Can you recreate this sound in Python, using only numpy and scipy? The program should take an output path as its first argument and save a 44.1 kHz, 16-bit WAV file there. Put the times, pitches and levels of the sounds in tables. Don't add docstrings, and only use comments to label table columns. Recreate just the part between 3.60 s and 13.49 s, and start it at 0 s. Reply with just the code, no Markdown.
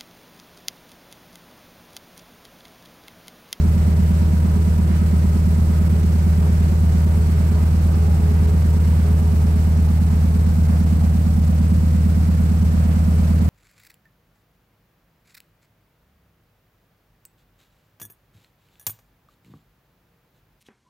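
import sys
import numpy as np
from scipy.fft import rfft, irfft, next_fast_len
from scipy.io import wavfile
from scipy.ndimage import map_coordinates

SR = 44100
rng = np.random.default_rng(int(sys.argv[2]) if len(sys.argv) > 2 else 0)


def bounce(signal):
    frames = np.transpose(np.atleast_2d(signal))
    limited = np.clip(frames, -1, 1)
    pcm = np.round(limited * 32767).astype(np.int16)
    wavfile.write(sys.argv[1], SR, pcm)


N = 436149
LEAD = SR // 2
TIME = np.arange(-LEAD, N + LEAD) / SR


def amp(db):
    return 10 ** (np.asarray(db) / 20)


def unit(x):
    return x / np.sqrt(np.mean(x ** 2) + 1e-20)


def along(points, hz):
    f, values = np.transpose(points)
    return np.interp(np.log(hz + 1), np.log(f + 1), values)


def curves(rows):
    times, *columns = np.transpose(rows)
    return [np.interp(TIME, times, column) for column in columns]


def wobble(rate):
    at = (TIME - TIME[0]) * rate
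    return map_coordinates(rng.standard_normal(int(at[-1]) + 4), [at])


def bump(centre_s, half_s):
    return np.exp(-((TIME - centre_s) / half_s) ** 2)


def filtered(x, response):
    size = next_fast_len(len(TIME) + LEAD)
    hz = np.fft.rfftfreq(size, 1 / SR)
    return irfft(rfft(x, size) * response(hz), size)[..., :len(TIME)]


def band(x, edge_hz, steepness, centre_hz=0):
    return filtered(x, lambda f: 1 / (1 + ((f - centre_hz) / edge_hz) ** steepness))


def white():
    return rng.standard_normal((2, len(TIME)))


def spread(pair, spectrum):
    # f/Hz, correlation
    likeness = [(60, .99), (130, .96), (210, .87), (330, .52), (500, .58), (770, .2), (1100, -.22),
                (1500, -.18), (2300, .12), (3200, -.1), (7300, .02), (7700, .86), (15000, .84)]

    def mid_side(hz):
        angle = np.arccos(np.clip(along(likeness, hz), -1, 1)) / 2
        return amp(along(spectrum, hz)) * np.array([np.cos(angle), np.sin(angle)])

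    mid, side = filtered(pair, mid_side)
    return unit(np.array([mid + side, mid - side]))


def rattle(cycle, repeat_share, morph_s=4.57):
    size = int(len(cycle) / (cycle[-1] - cycle[0]))
    position = (cycle % 1 * size).astype(int) % size
    first, second = rng.standard_normal((2, 2, size))[..., position]
    angle = np.pi / 2 * TIME / morph_s
    pattern = np.cos(angle) * first + np.sin(angle) * second
    return np.sqrt(repeat_share) * pattern + np.sqrt(1 - repeat_share) * white()


def surges():
    # t/s, half length/s, clatter/dB, wash/dB
    moments = [(.28, .08, 1, 1.5), (0.623, .05, 0.5, 0.5), (.88, 0.06, 2.5, -1), (1.37, .08, 0.5, 1.5),
               (2.15, .08, 1, 0.5), (2.85, .06, 2.5, 0), (3.948, .09, 1, 0), (4.13, .05, 0, -1),
               (4.3, .05, 1.5, -0.5), (4.53, .06, 1, 0), (5.55, 0.22, .7, 0.5), (6.6, 0.098, 2, 1),
               (6.9, .06, 0.5, -0.5), (7.13, .06, 3, 1), (7.436, .05, 2.8, 0), (9.223, .05, 1.5, 0),
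               (9.33, 0.087, 1, 2)]
    return sum(np.outer(gains_db, bump(t, half)) for t, half, *gains_db in moments)


def lope(cycle, lag_cycles=0.0067):
    # boom/dB, bark/dB
    accents = [(2.4, -4.5), (2, -12), (-1, -7), (-3.5, 1.5), (-1.3, 1), (3.6, 1.2), (.2, -5), (-3.5, 3.3),
               (-2, 0)]
    position = (cycle - lag_cycles) % 1 * len(accents)
    return [map_coordinates(column, [position], mode="grid-wrap") for column in np.transpose(accents)]


def slipstream(cycle, wash_gain_db=4.0, hiss_db=-46, hiss_follows=0.43, split_hz=7400):
    # t/s, level/dB
    wash_ride = [(0, -49.5), (2.5, -49), (4.4, -48.5), (6.3, -50), (7.2, -49.5), (8.2, -50.5), (9.89, -49)]
    # f/Hz, relative level/dB
    wash_spectrum = [(200, -16), (500, -2.5), (1000, -7), (1450, 3.5), (1800, 0.5), (2050, 0.5), (2450, -3),
                     (2750, -5), (3200, -7.5), (4500, -14.5), (8000, -46)]
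    # f/Hz, relative level/dB
    hiss_spectrum = [(500, -60), (1800, -17), (3200, -5), (4300, 2), (5100, 0.5), (5400, 2.5), (5900, -.5),
                     (6300, 1), (6900, -1.5), (7500, 2), (7900, -1), (8300, 2), (8800, -3), (9450, -3),
                     (10050, -5), (10300, -2.5), (10950, -5), (11450, -2), (12200, -4.5), (13600, -5.5),
                     (15700, -6)]

    def flutter():
        return 2.0 * (1 - np.exp(-0.5 * wobble(95)))

    ride_db = curves(wash_ride)[0]
    swish_db = 0.03 * np.cos(2 * np.pi * 2 * cycle)
    shared = flutter()
    motion_db = surges()[1] + 0.7 * wobble(5.9) + 0.87 * (swish_db + shared)
    rush = spread(rattle(cycle, repeat_share=0.14), wash_spectrum)
    wash = amp(ride_db + wash_gain_db + motion_db) * rush
    follow_db = hiss_follows * (ride_db - ride_db.mean())
    hiss = amp(hiss_db + follow_db + swish_db) * spread(white(), hiss_spectrum)
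    low = band(hiss, split_hz, steepness=20)
    return wash + amp(shared + flutter()) * low + amp(0.59 * shared + flutter()) * (hiss - low)


def airframe(level_db=-30.5, waver_db=1.3):
    # f/Hz, relative level/dB
    spectrum = [(5, -15), (20, -16), (30, -7), (55, -2.5), (78, -2.5), (105, 0), (135, -4.5), (180, -6),
                (230, -11), (275, -21), (380, -24), (600, -45), (1200, -93)]
    return amp(level_db + waver_db * wobble(3.7)) * spread(white(), spectrum)


def overtones_and_buzzes():
    # t/s, half length/s, f/Hz, half width/Hz, level/dB
    swells = [(1.4, 1.3, 963, 32, -52.5), (1.5, 1.5, 1266, 4, -58), (1, .3, 474, 6, -49),
              (2.3, .2, 470, 9.1, -55), (3.5, 0.7, 920, 40, -54), (3.985, 0.06, 975, 100, -46),
              (4.47, 0.27, 790, 3.5, -50), (4.55, .45, 840, 45, -52), (5.3, 0.84, 944, 25, -53),
              (6.3, 0.66, 850, 70, -53), (7.6, 0.9, 780, 68, -53), (7.7, .6, 583, 20, -55),
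              (8.4, 1.7, 512, 16, -58), (9.45, 0.35, 665, 45, -54)]
    sound = np.zeros(len(TIME))
    for t, half, hz, width, db in swells:
        swell = bump(t, half)
        ring = band(rng.standard_normal(len(TIME)), width, steepness=2, centre_hz=hz)
        rms = np.sqrt(np.average(ring ** 2, weights=swell ** 2))
        sound += amp(db) * swell * ring / rms
    return sound


def panel(pitch_hz=418.7, wander_rad=0.8, gain_db=-2.0, swell_db=4.0):
    # t/s, level/dB
    ride = [(0, -48), (3.2, -48), (4.7, -45.5), (5.8, -45), (6.5, -46.5), (7.2, -47), (8.3, -50.5),
            (9.89, -48)]
    # t/s, half length/s, level/dB
    flares = [(0.048, .04, -40.5), (0.393, .07, -41.5), (0.982, 0.067, -39.5), (1.748, 0.053, -43.5),
              (2.1, 0.047, -43), (2.37, 0.066, -40), (2.857, 0.06, -37), (3.6, .06, -38.5),
              (3.767, 0.028, -37), (3.968, 0.06, -38), (4.443, 0.065, -36), (4.68, 0.065, -35.5),
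              (4.893, 0.082, -36), (5.15, 0.045, -40), (5.483, .06, -37.5), (5.677, 0.082, -40.5),
              (5.95, 0.05, -42), (6.56, 0.064, -41.5), (6.77, 0.082, -42.5), (8.92, 0.041, -43),
              (9.56, .07, -46)]
    song = amp(curves(ride)[0] + swell_db * np.tanh(2 * wobble(11)))
    flaring = sum(amp(db) * bump(t, half) for t, half, db in flares)
    tone = unit(np.sin(2 * np.pi * pitch_hz * TIME + wander_rad * wobble(9)))
    return amp(gain_db) * np.hypot(song, flaring) * tone


def gears(cycle, gain_db=-1, waver_db=2):
    # multiple of crankshaft speed, relative level/dB
    tones = [(16.5, -59.5), (21, -63.5), (27, -64.5), (33, -63.5), (36, -58), (45, -69), (54, -63),
             (72, -66), (128.3, -72), (144, -70.5), (149.8, -76), (158.1, -73.5), (168, -70)]
    # t/s, gain/dB
    ride = [(0, 6), (2, 2.5), (4.5, 6), (7, 2.5), (9.89, 4.5)]
    whine = np.zeros((2, len(TIME)))
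    for multiple, db in tones:
        drift_rad = np.array([wobble(20), wobble(20)])
        phase = 2 * np.pi * 2 * multiple * cycle + drift_rad
        whine += amp(db + waver_db * wobble(9)) * np.sqrt(2) * np.sin(phase)
    return amp(gain_db + curves(ride)[0]) * whine


def valve_gear(cycle, gain_db=-0.17, beat_db=0.95, waver_db=0.46):
    # t/s, level/dB
    ride = [(0, -40.5), (2.2, -40.5), (3.4, -39.5), (4.4, -39), (5.2, -39.5), (6.3, -40.5), (7.4, -41),
            (8.4, -41.5), (9.5, -39.5)]
    # f/Hz, relative level/dB
    spectrum = [(250, -10), (350, -11), (400, -10.5), (480, 0), (600, -1.5), (720, -4), (950, -7),
                (1200, -7.5), (1700, -21), (3500, -64)]
    beat = beat_db * np.cos(2 * np.pi * 4 * cycle)
    level_db = curves(ride)[0] + gain_db + surges()[0] + beat + waver_db * wobble(15)
    return amp(level_db) * spread(rattle(cycle, repeat_share=0.47), spectrum)


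def cowling(cycle, gain_db=-0.2, boom_share=0.68):
    # t/s, level/dB
    ride = [(0, -42), (1.5, -41), (3, -42), (4.5, -40), (5.4, -41.5), (6.2, -45.5), (7, -45), (8, -43.5),
            (9.89, -46.5)]
    # f/Hz, relative level/dB
    spectrum = [(120, -50), (250, -16), (275, -12), (292, -1), (325, -1), (350, -5.5), (370, -9.5),
                (388, -10.5), (440, -10), (700, -46), (2000, -100)]
    swell = amp(boom_share * lope(cycle)[0])
    hum = spread(rattle(cycle, repeat_share=0.5), spectrum)
    return amp(curves(ride)[0] + gain_db) * unit(swell * hum)


def firings(cycle, level_db=43.0, jitter_ms=0.065):
    # delay/ms, strength/dB
    cylinders = [(1.11, -4.1), (2.08, .2), (3.55, -7.3), (2.66, 5.4), (-.47, 2.7), (2.38, -.45), (1.62, .9),
                 (3.67, -.2), (.91, 2.9)]
    count = len(cylinders)
    firing = np.arange(np.ceil(cycle[0] * count), cycle[-1] * count).astype(int)
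    delay_ms, strength_db = np.array(cylinders)[firing % count].T
    late_ms = delay_ms + jitter_ms * rng.standard_normal(len(firing))
    onset_s = np.interp(firing / count, cycle, TIME) + late_ms / 1000
    at = np.clip(np.round(onset_s * SR).astype(int) + LEAD, 0, len(TIME) - 1)
    return np.bincount(at, amp(level_db + strength_db), len(TIME))


def cabin_response(f, right_lead_ms=0.29):
    # f/Hz, width/Hz, level/dB
    modes = [(43.2, 10.1, -8.9), (73.5, 8.5, -1.4), (110, 6, -10.9), (144.8, 98.7, -16.1),
             (178.1, 13.7, -3), (221.8, 6, -18), (248.1, 40.9, -24.4), (295.5, 18.1, -34.2),
             (131.4, 6, -13.2), (184.6, 6, -8.1)]
    # f/Hz, gain/dB
    walls = [(250, 0.0), (290, -5.0), (450, -22.5), (800, -15.0), (2000, -34), (6000, -75)]
    ring = sum((-1) ** k * amp(db) * 1j * f * width / (hz * hz - f * f + 1j * f * width)
               for k, (hz, width, db) in enumerate(modes))
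    arrival = np.exp(np.pi * 1j * np.outer([-1, 1], f) * right_lead_ms / 1000)
    return ring * amp(along(walls, f)) * arrival


def exhaust(cycle, boom_hz=125, deep_hz=168, bark_hz=203, uneven_db=0.47):
    # t/s, deep drone/dB, boom/dB, bark/dB
    balance = [(0, 0.5, 0.5, 1), (1.2, 0, 1.5, 0.5), (3, 0.8, -0.5, -2.5), (4.9, 1, -4.5, -3),
               (6.2, 0.5, -1.8, -1), (7.5, 0.4, 0.1, 3), (8.6, 0.4, 1.5, 2), (9.89, 0.5, 0.7, 3)]
    deep_db, boom_db, bark_db = curves(balance)
    boom_beat_db, bark_beat_db = lope(cycle)
    ringing = filtered(firings(cycle), cabin_response)
    drone = band(ringing, boom_hz, steepness=10)
    bark = ringing - band(ringing, bark_hz, steepness=20)
    loping = drone + amp(boom_beat_db) * (ringing - drone - bark)
    deep = band(loping, deep_hz, steepness=30)
    bark_gain = amp(bark_db + bark_beat_db + uneven_db * wobble(18))
    return amp(deep_db) * deep + amp(boom_db) * (loping - deep) + bark_gain * bark


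def standing_waves(x):
    # f/Hz, half width/Hz
    pitches = [(252, 20), (385, 49)]
    # t/s, lower/dB, upper/dB
    rides = [(0, -3.5, 4), (2.5, 0, 4), (5.3, 2.5, 1.5), (6.2, 3, 1.5), (7.2, 0.5, -3), (8.8, -1, -1),
             (9.89, 0, 0)]
    bands = [band(x, width, steepness=4, centre_hz=hz) for hz, width in pitches]
    return x + sum((amp(db) - 1) * wave for db, wave in zip(curves(rides), bands))


def scene():
    # t/s, speed/rpm
    speed = [(0.0, 1054.8), (1.5, 1055.4), (3.0, 1057.5), (4.5, 1056.8), (6.0, 1054.4), (7.0, 1055.8),
             (8.0, 1056.5), (9.0, 1059.2), (9.89, 1060.3)]
    # f/Hz, left minus right/dB
    lean = [(40, .2), (100, -.2), (150, -.8), (205, -6), (260, -5), (340, -3), (425, 1.5), (620, -3),
            (1000, -2), (4500, -3), (7500, -2), (9500, -.2), (15000, -1)]
    cycle = np.cumsum(curves(speed)[0]) / (120 * SR)
    cycle -= cycle[LEAD]
    engine = standing_waves(exhaust(cycle) + cowling(cycle) + valve_gear(cycle)) + gears(cycle)
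    cockpit = engine + airframe() + panel() + overtones_and_buzzes() + slipstream(cycle)
    panned = filtered(cockpit, lambda hz: amp(np.outer([0.5, -0.5], along(lean, hz))))
    return panned[:, LEAD:LEAD + N]


def record(dry, top_hz=15750):
    padded = np.pad(dry, ((0, 0), (LEAD, LEAD)), "reflect", reflect_type="odd")
    return filtered(padded, lambda hz: hz < top_hz)[:, LEAD:LEAD + N]


dry = scene()
out = record(dry)
bounce(out)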